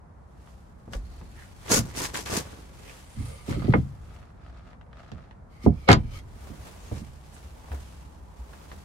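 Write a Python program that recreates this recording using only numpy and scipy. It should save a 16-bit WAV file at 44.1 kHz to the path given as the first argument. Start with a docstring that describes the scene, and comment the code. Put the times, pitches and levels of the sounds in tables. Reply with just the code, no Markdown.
"""In a small camper, clothes rustle over still air and steps shake the hollow floor.
A sofa cushion is lifted, its ribbed cover rasping as the fibres catch and let go.
Fingers wipe and bump the plywood hatch under it; the lid knocks and, raised, creaks along the backrest.
Let go, it slams and rattles, ringing the modes of the panel and its box.
The cushion flops back, soles turn and more steps set the shell booming over a faint hollow hum."""
import sys
import numpy as np
from scipy import signal
from scipy.fft import rfft, irfft, next_fast_len
from scipy.io import wavfile

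SR = 44100
rng = np.random.default_rng(int(sys.argv[2]) if len(sys.argv) > 2 else 0)


def transcribe(u):
    """Save the signal u as a 16-bit wav file named by the first command-line argument.

    u: samples, shape (n,) or (channels, n), limited to [-1, 1]; the rate is SR.
    q: integer samples, one column per channel.
    """
    v = np.clip(np.atleast_2d(u).T, -1, 1)
    q = np.round(v * 32767).astype(np.int16)
    wavfile.write(sys.argv[1], SR, q)


N = 389844


def amp(db):
    """Decibels to gain."""
    return 10 ** (np.asarray(db) / 20)


def unit(x):
    """Scales to rms 1."""
    return x / np.sqrt(np.mean(x ** 2) + 1e-20)


def read(points, hz):
    """Reads a curve along a logarithmic frequency axis."""
    points_hz, values = np.transpose(points)
    return np.interp(np.log(hz + 1), np.log(points_hz + 1), values)


def pan(db):
    """Left and right gains; positive leans left."""
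    return amp([[db / 2], [-db / 2]])


def add(mix, start_s, sound):
    """Lays a stereo sound into the mix."""
    part = mix[:, round(start_s * SR):][:, :sound.shape[1]]
    part += sound[:, :part.shape[1]]


def pair(x, correlation):
    """Narrows two unrelated signals into a partly alike stereo pair."""
    return np.array([x[0], correlation * x[0] + np.sqrt(1 - correlation ** 2) * x[1]])


def filtered(x, hz, kind, order=2):
    """A causal low-pass or high-pass."""
    return signal.sosfilt(signal.butter(order, hz, kind, fs=SR, output="sos"), x)


def wobble(per_s):
    """A smooth random drift of rms 1."""
    position = np.arange(N) * per_s / SR
    count = int(position[-1]) + 2
    return unit(np.interp(position, np.arange(count), rng.standard_normal(count)))


def resonate(x, hz, width_hz):
    """A resonance of gain 1 whose centre follows the curve hz."""
    carrier = np.exp(2j * np.pi * np.cumsum(hz) / SR)
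    pole = np.exp(-np.pi * width_hz / SR)
    return 2 * (carrier * signal.lfilter([1 - pole], [1, -pole], x / carrier + 1e-18)).real


def friction(slips_per_s, spread_db, slip_s, smooth):
    """Fibres catch and let go: short bursts of uneven size over a smooth hiss."""
    slipping = rng.random(N) < slips_per_s / SR
    slips = slipping * amp(spread_db * np.minimum(rng.exponential(1, N), 4))
    power = signal.lfilter([1], [1, -np.exp(-1 / (slip_s * SR))], slips ** 2)
    return np.sqrt(power / power.mean() + smooth) * rng.standard_normal((2, N))


def sweeps(moves, rise_share=0.43, depth_db=17.5, bend=1.2):
    """Envelope of overlapping swells, each rising to its peak and fading more slowly."""
    t, power = np.arange(N) / SR, np.zeros(N)
    for peak_s, length_s, db in moves:
        near = slice(*np.searchsorted(t, [peak_s - length_s, peak_s + 2 * length_s]))
        offset = (t[near] - peak_s) / length_s
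        away = np.maximum(-offset / rise_share, offset / (1 - rise_share))
        power[near] += amp(db - depth_db * away ** bend) ** 2
    return np.sqrt(power)


def stroke(start_s, rise_s, hold_s, fall_s):
    """Speed of a sliding movement: it gathers, holds and dies away."""
    t = np.arange(N) / SR - start_s
    return np.clip(t / rise_s, 0, 1) ** 2 * np.exp(-np.clip((t - rise_s - hold_s) / fall_s, 0, 20))


# stereo image of the cabin: freq_hz, correlation
STEREO_IMAGE = [(30, 0.94), (250, 0.71), (500, 0), (900, 0), (16000, 0.12)]
def colour(x, spectrum):
    """Gives a stereo excitation its tone at rms 1; long waves reach both sides alike."""
    size = next_fast_len(N)
    hz = np.fft.rfftfreq(size, 1 / SR)
    stereo = pair(rfft(x, size), read(STEREO_IMAGE, hz))
    return unit(irfft(stereo * amp(read(spectrum, hz)), size)[:, :N])


# room tone of the still air: freq_hz, level_db
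AIR_TONE = [(20, -24), (58, 5), (100, -4), (180, -5.5), (300, -16.5), (450, -17), (800, -17), (1250, -22),
            (1900, -31), (3000, -46.5), (6000, -47.5), (10000, -51), (16000, -68)]
# low boom of the camper's shell: freq_hz, level_db
SHELL_TONE = [(20, -22), (45, -1.5), (68, 5.5), (100, -6.5), (170, -21.5), (300, -18), (700, -34),
              (2000, -37.5), (8000, -110)]
def cabin(activity, air_db=-49.5, rest_db=-61.5, stirred_db=-43, settle_s=0.23, growth=0.23):
    """Still air, and the boom of the shell, which swells with the activity inside and settles slowly."""
    air = amp(air_db) * colour(rng.standard_normal((2, N)), AIR_TONE)
    stir = signal.lfilter([1], [1, -np.exp(-1 / (settle_s * SR))], (activity ** 2).mean(0))
    boom = amp(rest_db) + amp(stirred_db) * (stir / stir.max()) ** growth
    return air + boom * colour(rng.standard_normal((2, N)), SHELL_TONE)


# one swish for each reach or stride: peak_s, length_s, level_db
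CLOTH_SWISHES = [(0.48, 0.61, -68.5), (1.15, 1, -65.5), (1.41, 0.49, -61.5), (1.65, 0.34, -56.5),
                 (2.48, 0.56, -56), (2.89, 0.68, -55.5), (3.25, 0.58, -57), (3.5, 0.12, -47.5),
                 (3.61, 0.95, -60), (4.11, 0.37, -67.5), (6.46, 0.71, -60.5), (6.67, 0.35, -57),
                 (6.92, 0.71, -58), (7.37, 0.7, -61.5), (7.79, 1, -59.5), (8.55, 0.92, -63),
                 (8.75, 0.55, -62)]
# soft rustle of clothing: freq_hz, level_db
CLOTH_TONE = [(290, -29), (550, -4.5), (900, -1.5), (1500, -6.5), (2300, -6), (3900, -9.5), (7000, -11),
              (10500, -14.5), (12500, -18.5), (16000, -28.5)]
def clothes(gain_db=6):
    """Sleeves and trousers swish as cloth brushes cloth."""
    grain = friction(slips_per_s=250, spread_db=1.6, slip_s=0.0048, smooth=0.62)
    return amp(gain_db) * colour(grain, CLOTH_TONE) * sweeps(CLOTH_SWISHES)


# crowded modes of panels and close walls: centre_hz, level_db, t60_s, correlation
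CLATTER_BANDS = [(70, -19, 0.84, 0.95), (140, -10.5, 0.32, 0.77), (281, -15.5, 0.16, 0.78),
                 (550, -16, 0.18, 0.002), (1050, -12.5, 0.11, 0), (2200, -17, 0.12, 0.3),
                 (4650, -18, 0.086, 0.063), (8000, -22.5, 0.07, 0.51), (15740, -32, 0.06, 0.089)]
def clatter(t, crack_db=4, crack_s=0.0019):
    """Dense ringing after a contact: a short crack, then each band dies at its own speed."""
    hz, out = np.fft.rfftfreq(len(t), 1 / SR), 0
    noise = rfft(rng.standard_normal((2, len(t))))
    crack = 1 + amp(crack_db) * np.exp(-t / crack_s)
    for centre_hz, db, t60_s, correlation in CLATTER_BANDS:
        share = read([(row[0], row[0] == centre_hz) for row in CLATTER_BANDS], hz)
        envelope = amp(-60 * t / t60_s) * (1 - np.exp(-2 * t * centre_hz)) * crack
        band = irfft(pair(noise, correlation) * np.sqrt(share) * hz / (hz + 40)) * envelope
        out = out + amp(db) * unit(band) * np.sqrt(np.mean(envelope ** 2))
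    return out


def tick(db, brightness_hz, low_cut_hz=600, decay_s=0.03):
    """A sharp edge contact, too short to move the low modes."""
    t = np.arange(2 ** 13) / SR
    crack = clatter(t, crack_db=10, crack_s=0.0015) * np.exp(-t / decay_s)
    return amp(db) * filtered(filtered(crack, low_cut_hz, "high"), brightness_hz, "low")


# small hard contacts: start_s, level_db, brightness_hz
TICK_HITS = [(0.473, -43.5, 1500), (.934, -31.5, 6800), (0.95, -54, 12000), (1.213, -45, 2520),
             (3.526, -31, 3000), (3.649, -37.5, 3800), (3.703, -42, 3194), (4.163, -49.5, 5000),
             (4.228, -46, 2000), (4.731, -45.5, 2410), (4.812, -44.5, 2380), (4.864, -53, 1680),
             (4.914, -54, 1700), (4.93, -43.5, 2500), (4.97, -45, 2200), (5.117, -41, 6040),
             (5.239, -50, 2200), (5.31, -42, 2500), (5.888, -13, 5160), (5.8955, -24.5, 10910),
             (5.902, -20, 6480), (6.913, -33, 650), (7.365, -43.5, 2200), (7.643, -41, 1090),
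             (7.683, -37, 900), (7.717, -34, 2370), (8.533, -40, 2500), (8.613, -49, 4000),
             (8.716, -36, 2600)]
def ticks():
    """The lid's rim, the fittings and the floor click, loudest at the slam."""
    out = np.zeros((2, N))
    for start_s, db, brightness_hz in TICK_HITS:
        add(out, start_s, tick(db, brightness_hz))
    return out


# footfalls: start_s, level_db, pitch_hz, swell_s, scuff_db
FOOTFALLS = [(0.877, -39.5, 103.7, 0.0098, 6), (0.953, -25, 46.8, 0.019, -10.5),
             (1.068, -39.5, 47, 0.042, -31), (1.211, -48, 99, 0.015, 11.5), (7.431, -40, 70, 0.038, -12),
             (7.706, -28.5, 70, 0.025, -15), (8.379, -36.5, 58, 0.028, -39), (8.721, -40, 70, 0.011, -0.5)]
def steps(scuff_hz=600):
    """The hollow floor swings under each foot while the heel scuffs it."""
    t, out = np.arange(2 ** 15) / SR, np.zeros((2, N))
    for start_s, db, pitch_hz, swell_s, scuff_db in FOOTFALLS:
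        boom = t / swell_s * np.exp(1 - t / swell_s) * np.sin(2 * np.pi * pitch_hz * t)
        scuff = amp(scuff_db) * filtered(clatter(t), scuff_hz, "low")
        add(out, start_s, amp(db) * (boom + scuff))
    return out


# hand and cushion dragging over upholstery: start_s, rise_s, hold_s, fall_s, level_db, body_db, seam_db
CUSHION_STROKES = [(0.901, 0.035, 0.014, 0.019, -48, 8.5, -2.5),
                   (1.626, 0.095, 0.0071, 0.011, -38.5, 6.5, 6),
                   (1.687, 0.027, 0.066, 0.012, -23, 0.5, -15.5),
                   (1.787, 0.018, 0.28, 0.084, -53.5, 8.5, 0.5),
                   (1.927, 0.054, 0.026, 0.021, -35.5, -3.5, -7),
                   (1.993, 0.045, 0.018, 0.0077, -31, -5.5, -5), (2.08, .01, 0.0046, 0.016, -50.5, -15, -3),
                   (2.131, 0.013, 0.029, 0.023, -37, 2.5, 4), (2.185, 0.01, 0.014, 0.023, -42.5, 2, -31),
                   (2.253, 0.0044, 0.009, 0.046, -39.5, 5.5, -0.5),
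                   (2.262, 0.087, 0.034, 0.014, -30.5, -1.5, -4.5),
                   (2.392, 0.011, 0.12, 0.099, -66.5, 21, 11), (6.921, 0.028, .045, 0.018, -54, 9.5, 1)]
# bright rasp of the cover: freq_hz, level_db
COVER_TONE = [(150, -33), (500, -10), (1000, -8.5), (1500, -16), (2200, -9), (3400, -12), (5000, -5.5),
              (6500, -5.5), (8000, -8), (10000, -12), (12000, -13.5), (16000, -25)]
# singing peaks of the cover's ribs: freq_hz, level_db
RIB_TONE = [(1000, -26.5), (1330, -13.5), (1470, 5), (1620, -13.5), (3800, -18), (5300, -3), (5900, -9.5),
            (6500, 4.5), (7600, -9.5), (11000, -14.5), (16000, -31.5)]
# hollow body of the cushion: freq_hz, level_db
CUSHION_TONE = [(40, -14), (90, -6.5), (160, -3), (300, -5), (420, -4.5), (540, -8.5), (800, -14),
                (1450, -17), (2000, -28), (5000, -92.5)]
def upholstery(cover_pan_db=1.5, body_pan_db=-1, song_db=-1):
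    """Ribbed fabric rasps, and sings under the hardest strokes; the cushion adds a coarser rumble."""
    rasp, body = 0, 0
    for *timing, db, body_db, _ in CUSHION_STROKES:
        speed = stroke(*timing)
        rasp = rasp + amp(db) * speed
        body = body + amp(db + body_db) * speed
    weave = friction(slips_per_s=420, spread_db=2.4, slip_s=0.0011, smooth=0.35)
    ribs = friction(slips_per_s=170, spread_db=2.5, slip_s=0.0023, smooth=0.23)
    song = amp(song_db) * rasp / rasp.max() * colour(rng.standard_normal((2, N)), RIB_TONE)
    catches = amp(1.1 * wobble(110))
    cover = pan(cover_pan_db) * rasp * (colour(weave, COVER_TONE) + song)
    rumble = pan(body_pan_db) * body * colour(ribs, CUSHION_TONE)
    return catches * (cover + rumble)


# coarse scratch of a seam: freq_hz, level_db
SEAM_TONE = [(300, -18.5), (700, -7), (1000, 3.5), (1350, -4), (2000, -2), (4000, -6), (7000, -18),
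             (16000, -39)]
def seams(rasp_hz=1650, width_hz=220):
    """On the same strokes the seams snag thread by thread: grit with a wandering, rasping note."""
    pressure = sum(amp(db + seam_db) * stroke(*timing) for *timing, db, _, seam_db in CUSHION_STROKES)
    grit = colour(friction(slips_per_s=480, spread_db=2.2, slip_s=0.0005, smooth=0.08), SEAM_TONE)
    pitch_hz = rasp_hz * amp(1.1 * wobble(22))
    return pressure * unit(grit + resonate(grit, pitch_hz, width_hz))


# short whistles of ribbed cloth; the last row is a faint hollow hum near 900 Hz during the footsteps:
# peak_s, length_s, level_db, pitch_hz, width_hz
WHISTLES_AND_HUM = [(1.146, 0.53, -66.5, 4380, 700), (1.395, 0.17, -54, 1820, 600),
                    (2.876, 0.33, -52, 454, 249), (2.88, 0.19, -51.5, 2330, 1110),
                    (3.292, 0.74, -55.5, 9300, 2030), (3.32, 0.17, -48, 523, 90),
                    (6.857, 0.23, -62, 6800, 900), (6.96, 0.11, -61, 6100, 6000),
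                    (7.345, 0.038, -50.5, 8500, 5000), (8.1, 3.8, -61.5, 904, 200)]
def whistles_and_hum(pan_db=-2.5, pitch_sag=0.2):
    """Fuzzy noise bands rise and fall in pitch: brief whistles of cloth ribs, and one long faint hum."""
    out = np.zeros((2, N))
    grain = friction(slips_per_s=430, spread_db=5.5, slip_s=0.0043, smooth=0.5)
    for peak_s, length_s, db, pitch_hz, width_hz in WHISTLES_AND_HUM:
        t = np.arange(N) / SR - peak_s
        near = abs(t) < length_s
        glide_hz = pitch_hz * np.exp(-pitch_sag * (2 * t[near] / length_s) ** 2)
        carrier = np.exp(2j * np.pi * np.cumsum(glide_hz) / SR)
        # a band-pass that rides the glide
        band = (carrier * filtered(grain[:, near] / carrier, width_hz / 2, "low")).real
        out[:, near] += unit(band) * sweeps([(peak_s, length_s, db)])[near]
    return pan(pan_db) * out


# modes of the lid and its box: pitch_hz, level_db, t60_s, pan_db
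WOOD_MODES = [(71.75, -10, 0.29, -4), (111.1, -5, 0.15, 1), (140, -18.5, 0.68, -2.5),
              (217.5, -5, 0.091, -5), (283.2, -12, 0.15, -0.5), (312, -16, 0.2, -0.5),
              (387, -13.5, 0.093, 19.5), (476, -25.5, 0.12, 2), (583, -21.5, 0.11, -1.5),
              (716.4, -9, 0.14, 11), (770, -17.5, 0.17, 6.5), (810, -9, 0.052, -1), (1006, -8.5, 0.12, -1),
              (1240, -26.5, 0.11, 18.5), (1222, -10, 0.097, -8), (1236, -10, 0.046, -1.5),
              (1462, -10.5, 0.08, 8.5), (1840, -17.5, 0.065, 4.5), (2136, -8.5, 0.077, -6.5),
              (3170, -18.5, 0.056, 6), (3350, -23.5, 0.045, 20.5), (4700, -10.5, 0.082, 3)]
def wood_ring(t, spot_db=1.5, right_lag_s=0.00033):
    """The plywood's modes, stirred a little differently at each spot and reaching the right later."""
    age, out = np.maximum(t - np.array([[0], [right_lag_s]]), 0), 0
    for k, (pitch_hz, db, t60_s, pan_db) in enumerate(WOOD_MODES):
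        swing = np.sin(2 * np.pi * pitch_hz * age) * (1 - np.exp(-2 * age * pitch_hz))
        decay = amp(db + spot_db * rng.standard_normal() - 60 * age / t60_s)
        out = out + (-1) ** k * pan(pan_db) * decay * swing
    return out


def wood_hit(db, hardness_hz, bass_db, ring_db=-1, clatter_db=-1, shelf_hz=190):
    """One contact with the plywood: a soft one stirs only the low modes, a hard one stirs them all."""
    t = np.arange(2 ** 15) / SR
    wood = amp(ring_db) * wood_ring(t) + amp(clatter_db) * clatter(t)
    wood = wood + (amp(bass_db) - 1) * filtered(wood, shelf_hz, "low", order=1)
    return amp(db) * filtered(wood, hardness_hz, "low", order=4)


# padded thumps: start_s, level_db, hardness_hz, bass_db, pan_db
SOFT_BUMPS = [(1.783, -14, 265, -4.5, -1.5), (3.165, -16.5, 140, 1.5, -2.5), (3.198, -21.5, 276, -20, 1.5),
              (3.48, -23, 430, 2, -4), (3.502, -29, 375, 14, -1), (3.563, -14, 335, -6, -2.5),
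              (3.621, -36, 1590, -10, -9), (3.644, -27, 530, 7, -5), (3.777, -14, 264, 1, 2.5),
              (5.117, -38.5, 611, 11, -5.5), (5.64, -21, 298, -11.5, 0), (6.495, -28.5, 326, -22, -7),
              (6.914, -25.5, 580, 5, -4.5), (7.008, -30.5, 317, 2.5, -3.5), (7.727, -33.5, 800, -12, -4)]
def bumps():
    """Fingers, foot and cushion meet the lid and its box softly."""
    out = np.zeros((2, N))
    for start_s, db, hardness_hz, bass_db, pan_db in SOFT_BUMPS:
        add(out, start_s, pan(pan_db) * wood_hit(db, hardness_hz, bass_db))
    return out


# the hand wiping the face of the lid: start_s, rise_s, hold_s, fall_s, level_db
PALM_WIPES = [(3.142, 0.025, 0.25, .03, -55.5), (5.448, 0.084, 0.2, 0.081, -62),
              (5.585, 0.063, 0.011, 0.0087, -49), (5.7, 0.11, 0.062, 0.024, -56.5),
              (5.94, 0.025, 0.11, 0.032, -59.5), (6.045, 0.098, 0.049, 0.013, -47)]
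# whisper of skin on wood: freq_hz, level_db
SKIN_TONE = [(300, -8.5), (800, -9), (1200, 2.5), (1700, -6), (2200, 2), (3200, -4), (5000, -7),
             (8500, -11), (12000, -12), (16000, -24)]
def palm():
    """Dry skin slides over the plywood with a fine grain."""
    speed = sum(amp(db) * stroke(*timing) for *timing, db in PALM_WIPES)
    grain = friction(slips_per_s=540, spread_db=2, slip_s=0.003, smooth=0.65)
    return speed * colour(grain, SKIN_TONE)


# hollow resonances of the rubbed lid: pitch_hz, width_hz, level_db
LID_RESONANCES = [(520, 70, 7), (800, 50, -1), (1246, 60, 6.5), (2170, 120, 4.5), (3110, 130, 0.5),
                  (4000, 140, -8), (4490, 200, -2.5), (5050, 270, -1.5), (6340, 270, -6.5),
                  (8360, 450, -8.5)]
def rubbed_lid(rub, direct_db=-7.5):
    """A rub sounds through the lid's resonances, which drift, swell and sink as the contact moves."""
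    rings = 0
    for pitch_hz, width_hz, db in LID_RESONANCES:
        swell = amp(2.5 * wobble(14))
        drift = amp(0.33 * wobble(9))  # about 4 % rms in pitch
        rings = rings + amp(db) * swell * resonate(rub, pitch_hz * drift, width_hz)
    return amp(direct_db) * rub + rings


# fingers and rim sliding on plywood: start_s, rise_s, hold_s, fall_s, level_db
LID_SCRAPES = [(3.465, 0.018, 0.065, 0.094, -44.5), (3.551, 0.056, 0.15, 0.038, -49.5),
               (3.7, 0.015, 0.022, 0.0035, -46), (5.87, 0.019, 0.013, 0.0062, -18.5)]
# dry, hollow scrape of plywood: freq_hz, level_db
PLYWOOD_TONE = [(100, -14), (300, 8), (550, 13), (850, 0), (1300, 9), (1750, -2.5), (2250, 4.5), (4500, -3),
                (7000, -28), (16000, -30)]
def scrapes(pan_db=-1):
    """Catching rubs as the lid is gripped and as it grazes its frame."""
    speed = sum(amp(db) * stroke(*timing) for *timing, db in LID_SCRAPES)
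    grain = friction(slips_per_s=170, spread_db=1.8, slip_s=0.0016, smooth=0.15)
    return pan(pan_db) * speed * colour(grain, PLYWOOD_TONE)


# the lid's knocks and its slam:
# start_s, edge_db, hardness_hz, weight_lag_s, weight_db, weight_bass_db, pan_db, grip_db_per_s
LID_KNOCKS = [(3.680, -11, 460, 0.0065, -6, -1, -2, 69.5), (3.7368, -11.5, 2300, .0055, -5, -12, -1, 106),
              (5.6617, -2.5, 600, .0095, -3.5, -3, -3, 108), (5.8887, -4, 2500, 0.00597, -11, 9, -0.5, 0.5),
              (5.906, -7, 2995, .006, -16.5, -4.5, -1.5, 1.5)]
def knocks():
    """The lid's edge strikes and its weight follows with a duller thud; a gripping hand damps both."""
    t, out = np.arange(2 ** 15) / SR, np.zeros((2, N))
    for start_s, edge_db, hardness_hz, lag_s, weight_db, bass_db, pan_db, grip_db_per_s in LID_KNOCKS:
        gain = pan(pan_db) * amp(-grip_db_per_s * t)
        edge = wood_hit(edge_db, hardness_hz, bass_db=-26, ring_db=-2)  # hardly bends the panel
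        thud_hz = 340 * np.sqrt(hardness_hz / 1000)
        add(out, start_s, gain * edge)
        add(out, start_s + lag_s, gain * wood_hit(weight_db, thud_hz, bass_db))
    return out


# pulls of the lid's edge along the backrest: peak_s, length_s, level_db
CREAK_PULLS = [(4.15, 0.51, -55.5), (4.46, 0.21, -54), (4.57, 0.24, -54), (4.685, 0.15, -52.5),
               (5.0, 0.2, -51), (5.08, 0.17, -55.5), (5.18, 0.29, -53.5)]
# hollow ring of each slip: pitch_hz, width_hz, level_db
CREAK_RINGS = [(290, 78, -13), (673, 130, 7), (1256, 88, 8), (1620, 160, -9), (2740, 500, -25)]
# dry hiss of the dragging edge: freq_hz, level_db
EDGE_TONE = [(200, -16), (450, -11), (680, -3), (1020, -7), (1230, 2), (1600, -3), (4500, -11),
             (8000, -21.5), (16000, -41)]
def creak(slips_per_s=105, slowing=0.65, taps_db=-3, hiss_db=-6, padding_hz=2800):
    """The raised lid sticks and slips on the padded backrest: uneven taps that slow as the pull eases."""
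    pull, taps = sweeps(CREAK_PULLS), 0
    rate = slips_per_s * (pull / pull.max()) ** slowing * amp(3.5 * wobble(110))
    slips = np.diff(np.floor(np.cumsum(rate) / SR), prepend=0) * amp(rng.uniform(-4, 4, N))
    for pitch_hz, width_hz, db in CREAK_RINGS:
        spot = amp(1.5 * rng.standard_normal((2, N)))  # each slip has its own colour
        resonance = signal.iirpeak(pitch_hz, pitch_hz / width_hz, fs=SR)
        taps = taps + amp(db) * signal.lfilter(*resonance, slips * spot)
    taps = filtered(taps, padding_hz, "low", order=4)
    taps = taps / np.sqrt(np.average((taps ** 2).mean(0), weights=pull ** 2))
    hiss = colour(friction(slips_per_s=200, spread_db=1.5, slip_s=0.003, smooth=0.5), EDGE_TONE)
    return pull * (amp(taps_db) * taps + amp(hiss_db) * hiss)


def rattle(drop_s=5.888, flight_s=0.0272, restitution=0.5, hardness_hz=7500, rim_db=1.5):
    """The dropped lid bounces twice on its frame, the second hop shorter, its rim cracking each time."""
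    out, landing_s = np.zeros((2, N)), drop_s
    for k, db in enumerate([-13.5, -12.5]):
        landing_s += flight_s * restitution ** k
        add(out, landing_s, wood_hit(db, hardness_hz, bass_db=-6))
        add(out, landing_s, tick(db + rim_db, hardness_hz))
    return out


# pivots of a shoe: peak_s, length_s, level_db
SOLE_TURNS = [(6.47, 0.25, -48), (6.67, 0.8, -51.5), (7.58, 1.0, -56.5), (7.735, 0.12, -44.5),
              (8.6, 1, -54)]
# soft, hollow rub of a sole: freq_hz, level_db
SOLE_TONE = [(150, -9), (420, -3), (680, -6), (900, -10.5), (1150, -10), (2500, -23), (8000, -29.5)]
def soles():
    """Shoes turn on the vinyl floor with a smooth friction."""
    grain = friction(slips_per_s=92, spread_db=-3.5, slip_s=0.0032, smooth=1.0)
    return sweeps(SOLE_TURNS) * colour(grain, SOLE_TONE)


# early reflections off walls and furniture: left_delay_s, right_delay_s, level_db
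REFLECTIONS = [(.0019, .0026, -23), (.0043, .0035, -13), (.0061, .0072, -12.5), (.0094, .0083, -17),
               (0.015, .0141, -16.5), (0.018, .0169, -13.5)]
def walls(x, low_cut_hz=400):
    """Close surfaces throw the treble back within milliseconds, making it boxy."""
    treble, out = filtered(x, low_cut_hz, "high", order=1), x.copy()
    for left_s, right_s, db in REFLECTIONS:
        add(out, left_s, amp(db) * treble * [[1], [0]])
        add(out, right_s, amp(db) * treble * [[0], [1]])
    return out


def scene(rub_db=-1, tread_db=14):
    """Handling and footwork over the cabin's tone; feet shake the shell far more than hands do."""
    rubbing = upholstery() + seams() + clothes() + whistles_and_hum() + creak()
    rubbing += rubbed_lid(scrapes() + palm())
    hands = bumps() + knocks() + rattle() + walls(amp(rub_db) * rubbing + ticks())
    feet = steps() + soles()
    return hands + feet + cabin(hands + amp(tread_db) * feet)


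def record(dry, cutoff_hz=15850):
    """A soft clip rounds the loudest peaks, then a steep low-pass trims the top."""
    rounded = dry / (1 + dry ** 4) ** (1 / 4)
    low_pass = signal.firwin(511, cutoff_hz, window=("kaiser", 9), fs=SR)
    return signal.oaconvolve(rounded, low_pass[None], "same")


dry = scene()
out = record(dry)
transcribe(out)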